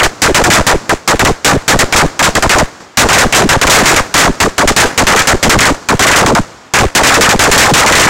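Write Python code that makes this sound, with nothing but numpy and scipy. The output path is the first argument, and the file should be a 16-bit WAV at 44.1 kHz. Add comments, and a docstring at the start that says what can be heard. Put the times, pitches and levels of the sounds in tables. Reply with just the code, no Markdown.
"""A street between houses, a few steps from a long string of firecrackers, heard through a small camera.
Each bang is a noise crack, a slap off the house fronts and a dying echo, riding on a surge of blast pressure.
The surge folds the microphone into full-scale swings that slow as it drains, and the camera overloads:
each bang becomes a flat-topped rasp ending in a falling chirp and a soft thud.
Steady noise lies beneath; faint dull pops fall in the pauses."""
import sys
import numpy as np
from scipy import signal
from scipy.fft import rfft, irfft
from scipy.io import wavfile

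SR = 44100
rng = np.random.default_rng(int(sys.argv[2]) if len(sys.argv) > 2 else 0)


def dump(signal):
    """Clip the signal to [-1, 1] and save it as 16-bit WAV at the path in sys.argv[1]."""
    limited = np.clip(np.atleast_2d(signal).T, -1, 1)
    pcm = np.round(limited * 32767).astype(np.int16)
    wavfile.write(sys.argv[1], SR, pcm)


N = 356769
TIME_S = np.arange(N) / SR

# steady street background, noise spectrum: f/Hz, density/(dB per Hz)
BACKGROUND_SPECTRUM = [(18, -58), (30, -26), (92, 5), (346, -46), (384, -17), (460, 12), (1060, 21),
                       (3590, 12), (7630, -41), (15000, -72)]
# far echo, noise spectrum: f/Hz, density/(dB per Hz)
FAR_SPECTRUM = [(25, -17), (60, 2), (170, 6), (350, 7.5), (1400, 2.5), (2000, -4), (3000, -10.5),
                (4500, -6.5), (7000, -7.5), (9000, -16.5), (15000, -27)]
# faint pops in the pauses: t/s, level/dB
FAINT_POPS = [(2.755, -36), (2.804, -25.5), (6.656, -38)]
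# firecrackers, one row each: t/s, level/dB, pressure surge length/s
CRACKERS = [(0.0, -4.5, 0.033), (0.032, 12.0, 0.038), (0.2188, 11.0, 0.1), (0.3454, 14, 0.081),
            (0.439, 6.5, 0.062), (0.502, 8.5, 0.082), (0.535, 15.5, 0.081), (0.6667, 11.5, 0.095),
            (0.8936, 3, 0.05), (1.0765, 10.5, 0.079), (1.194, 5, 0.049), (1.2495, 6.5, 0.069),
            (1.4462, 13.5, 0.13), (1.6797, 17, 0.088), (1.79, 14.5, 0.053), (1.925, 3.5, 0.037),
            (1.9619, 13.0, 0.1), (2.1926, 4.5, 0.031), (2.2266, 7.5, 0.018), (2.2407, 15.0, 0.054),
            (2.352, 7.5, 0.037), (2.4244, 3.5, 0.051), (2.494, 8.5, 0.097), (2.5844, 2.5, 0.05),
            (2.972, 24.5, 0.097), (3.088, 3.0, 0.103), (3.1301, 10.5, 0.072), (3.184, 15.0, 0.087),
            (3.3252, 4, 0.066), (3.3486, 13.5, 0.12), (3.4904, 12.5, 0.085), (3.6139, 9, 0.046),
            (3.6689, 3, 0.078), (3.6979, 20, 0.21), (3.7359, 10, 0.099), (3.8572, 10.5, 0.15),
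            (3.89, 8, 0.056), (3.9622, 8, 0.045), (4.141, 9.5, 0.074), (4.1778, 15.5, 0.087),
            (4.2445, -0.5, 0.063), (4.4021, 10.0, 0.08), (4.5809, 5.5, 0.076), (4.6751, 13.5, 0.044),
            (4.7636, 11, 0.11), (4.801, 13.5, 0.057), (4.977, 14, 0.06), (5.0685, 9, 0.11),
            (5.1617, 3, 0.083), (5.191, 12, 0.027), (5.2724, 13.5, 0.084), (5.4281, 10, 0.066),
            (5.495, 13, 0.086), (5.5887, 4, 0.013), (5.6056, 9.5, 0.063), (5.6538, 6.0, 0.071),
            (5.8874, 2.5, 0.07), (5.9935, 4.0, 0.093), (6.0242, 11, 0.041), (6.068, 10.5, 0.05),
            (6.114, 3, 0.066), (6.1601, 15.0, 0.099), (6.2621, 1.5, 0.085), (6.3507, 0, 0.055),
            (6.7371, 7.5, 0.07), (6.787, 3, 0.08), (6.9505, 18, 0.074), (7.0342, 9.5, 0.11),
            (7.0686, 9, 0.096), (7.141, 8, 0.065), (7.2096, 13.0, 0.098), (7.2908, 9, 0.071),
            (7.3922, 11, 0.093), (7.438, 7.5, 0.062), (7.514, 16, 0.064), (7.5772, 20.5, 0.081),
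            (7.624, 5, 0.092), (7.661, -1.5, 0.076), (7.737, 10.5, 0.073), (7.7787, 10, 0.088),
            (7.8625, 6.5, 0.071), (7.9224, 4.0, 0.059), (7.9553, 8.5, 0.12), (7.997, 10.5, 0.16)]
# crack and first reflections, noise spectrum: f/Hz, density/(dB per Hz)
CRACK_SPECTRUM = [(25, -16.5), (100, 4.5), (500, 2), (1800, 3), (3000, 0), (4500, -2), (7300, 0),
                  (9000, -6.5), (15000, -21.5)]
# later slap between the houses, noise spectrum: f/Hz, density/(dB per Hz)
SLAP_SPECTRUM = [(25, -52), (60, 3), (170, -4.5), (500, 4), (1000, 0.5), (1700, 2.5), (3000, -10.5),
                 (4200, -16), (7200, -27), (9000, -17), (15000, -27)]
# camera response after overload: f/Hz, gain/dB
CAMERA_RESPONSE = [(20, -2.5), (60, -1.5), (500, -2), (1000, -1.5), (1700, -1), (3000, -1.5), (7500, -1),
                   (10000, -5.5), (15500, -7.5)]

EDGE_HZ = 15900  # camera band limit
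POP_T60_S = 0.27
USUAL_DB, USUAL_SURGE_S = 9, 0.07  # reference bang for the power laws below
# ring between the houses: usual T60, exponents on strength and surge length, factor in a volley
USUAL_RING_T60_S, RING_STRENGTH_EXP, RING_LENGTH_EXP, RING_VOLLEY_FACTOR = 0.18, -0.24, 0.7, 1.32
# surge drain: usual factor, exponents on strength and surge length, factor when surges pile up
USUAL_DRAIN, DRAIN_STRENGTH_EXP, DRAIN_LENGTH_EXP, DRAIN_VOLLEY_FACTOR = 0.67, 0.24, -0.37, 1.35


def gain_of(db):
    """Decibels to amplitude."""
    return 10 ** (np.asarray(db) / 20)


def evened(x):
    """Scales to rms 1."""
    return x / np.sqrt(np.mean(x ** 2) + 1e-20)


def coloured(x, points):
    """Minimum-phase filter with gain through (f/Hz, gain/dB) points, interpolated over log f."""
    size = 4096
    hz, db = np.transpose(points)
    bins_hz = abs(np.fft.fftfreq(size, 1 / SR))
    gain_db = np.interp(np.log(bins_hz + 1), np.log(hz), db)
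    log_gain = np.log(gain_of(gain_db))
    # the Hilbert transform of log gain supplies the phase
    response = np.exp(np.conj(signal.hilbert(log_gain)))
    taps = np.fft.ifft(response).real
    return signal.oaconvolve(x, taps[:size // 2])[:N]


def noise(spectrum):
    """Noise of rms 1 with the given spectrum."""
    return evened(coloured(rng.standard_normal(N), spectrum))


def wander(hz):
    """Random low-passed signal of rms 1, falling off above about hz."""
    bins_hz = np.fft.rfftfreq(N, 1 / SR)
    lowpass = 1 / (1 + (bins_hz / hz) ** 4)
    return evened(irfft(rfft(rng.standard_normal(N)) * lowpass, N))


def span_and_age(start_s):
    """Sample span from an onset, at most half a second, and the time since onset in s."""
    start = int(np.clip(start_s * SR, 0, N - 1))
    age_s = TIME_S[:min(N - start, SR // 2)]
    return slice(start, start + len(age_s)), age_s


def street_background(level_db=-39):
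    """Steady street noise at constant level."""
    return gain_of(level_db) * noise(BACKGROUND_SPECTRUM)


def far_echo(echo_db=-32.0, level_exp=0.97, t60_s=1.56, lumpy_db=0.26, lumps_hz=40):
    """Long dull street echo: each bang adds power, which decays exponentially."""
    kicks = np.zeros(N)
    for start_s, db, _ in CRACKERS:
        span, _ = span_and_age(start_s)
        kicks[span.start] += gain_of(level_exp * db + echo_db) ** 2
    keep = np.exp(-2 * np.log(1000) / (t60_s * SR))  # power kept per sample
    power = signal.lfilter([1], [1, -keep], kicks)
    lumps = gain_of(lumpy_db * wander(lumps_hz))
    return np.sqrt(power) * lumps * noise(FAR_SPECTRUM)


def faint_pops():
    """Small dull pops: exponentially decaying noise with the far echo's spectrum."""
    level = np.zeros(N)
    for start_s, db in FAINT_POPS:
        span, age_s = span_and_age(start_s)
        level[span] += gain_of(db - 60 * age_s / POP_T60_S)
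    return level * noise(FAR_SPECTRUM)


def bangs():
    """Rows of t/s, level/dB, ring T60/s, surge length/s, drain factor, by power laws and volley."""
    start_s, db, length_s = np.transpose(CRACKERS)
    strength = gain_of(db - USUAL_DB)
    stretch = length_s / USUAL_SURGE_S
    # volley: the next cracker goes off before this surge has drained
    in_volley = np.append(start_s[1:], N / SR) < start_s + length_s
    t60_s = USUAL_RING_T60_S * strength ** RING_STRENGTH_EXP * stretch ** RING_LENGTH_EXP
    t60_s = t60_s * np.where(in_volley, RING_VOLLEY_FACTOR, 1)
    drain = USUAL_DRAIN * strength ** DRAIN_STRENGTH_EXP * stretch ** DRAIN_LENGTH_EXP
    drain = drain * np.where(in_volley, DRAIN_VOLLEY_FACTOR, 1)
    return np.transpose([start_s, db, t60_s, length_s, drain])


def cracks(crack_db=11, crack_s=0.0012, build_s=0.0056, bright_s=0.084,
           lumpy_db=2.5, lumps_hz=110, level_db=-1):
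    """Direct crack, then lumpy reflections from ground and house fronts, duller with age."""
    bright_power, dull_power = np.zeros((2, N))
    lumps = gain_of(lumpy_db * wander(lumps_hz))
    for start_s, db, t60_s, _, _ in bangs():
        span, age_s = span_and_age(start_s)
        direct_power = gain_of(db + crack_db) ** 2 * np.exp(-age_s / crack_s)
        build = 1 - np.exp(-age_s / build_s)
        decay = np.exp(-np.log(1000) * age_s / t60_s)
        walls_power = (gain_of(db) * lumps[span] * build * decay) ** 2
        early = np.exp(-age_s / bright_s)
        bright_power[span] += direct_power + early * walls_power
        dull_power[span] += (1 - early) * walls_power
    bright = np.sqrt(bright_power) * noise(CRACK_SPECTRUM)
    dull = np.sqrt(dull_power) * noise(SLAP_SPECTRUM)
    return gain_of(level_db) * (bright + dull)


def surges(top_hz=2750, push=3.6, trickle=0.32, easing=1.45, sway_hz=100, jitter_hz=700,
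           undershoot_rad=0.45, settle_s=0.0054):
    """Blast pressure as microphone phase/rad: drains in fits and starts, dips past zero, settles."""
    sway, jitter, shake = 0.55, 0.42, 0.25  # rms, relative
    pressure_rad = np.zeros(N)
    unsteady = 1 + sway * wander(sway_hz) + jitter * wander(jitter_hz)
    shaky = 1 + shake * wander(jitter_hz)
    chances = rng.random((len(CRACKERS), 2))
    for (start_s, _, _, length_s, drain), (side, depth) in zip(bangs(), chances):
        span, age_s = span_and_age(start_s)
        main_push = push * np.maximum(1 - age_s / length_s, 0) ** easing
        drive = main_push + trickle * (age_s < length_s)
        # the drain factor acts squared; the arctan levels off at top_hz, before the shake
        limited = 2 / np.pi * np.arctan(drain ** 2 * drive * unsteady[span])
        swings_hz = top_hz * limited * shaky[span]
        to_drain_rad = 2 * np.pi * np.cumsum(swings_hz[::-1])[::-1] / SR
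        after = np.maximum(age_s - length_s, 0) / settle_s
        dip_rad = undershoot_rad * (0.5 + depth) * after * np.exp(1 - after)  # undershoot: mean peak
        # random polarity; a new blast replaces the last
        pressure_rad[span] = np.sign(side - 0.5) * (to_drain_rad - dip_rad)
    return pressure_rad


def folded(phase_rad, sharp=0.999, swing_db=5):
    """Overloaded microphone turns back at its limit: a steady fall of pressure becomes a tone."""
    # sharp: near 0 sine, near 1 triangle
    return gain_of(swing_db) * np.arcsin(sharp * np.sin(phase_rad)) / np.arcsin(sharp)


def clipped(x, ceiling_db=-3.5):
    """Camera overload: flattens everything over 1 with a round knee, then scales to the ceiling."""
    return gain_of(ceiling_db) * x / np.sqrt(np.hypot(1, x ** 2))


def scene():
    """Microphone output, one channel; the camera is full at 1."""
    background = street_background() + far_echo() + faint_pops()
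    return (background + cracks() + folded(surges()))[None]


def record(dry):
    """Camera: overload, dull top, band limit."""
    wet = coloured(clipped(dry[0]), CAMERA_RESPONSE)
    edge = signal.firwin(511, EDGE_HZ, window=("kaiser", 9), fs=SR)
    return signal.oaconvolve(wet, edge, "same")[None]


dry = scene()
out = record(dry)
dump(out)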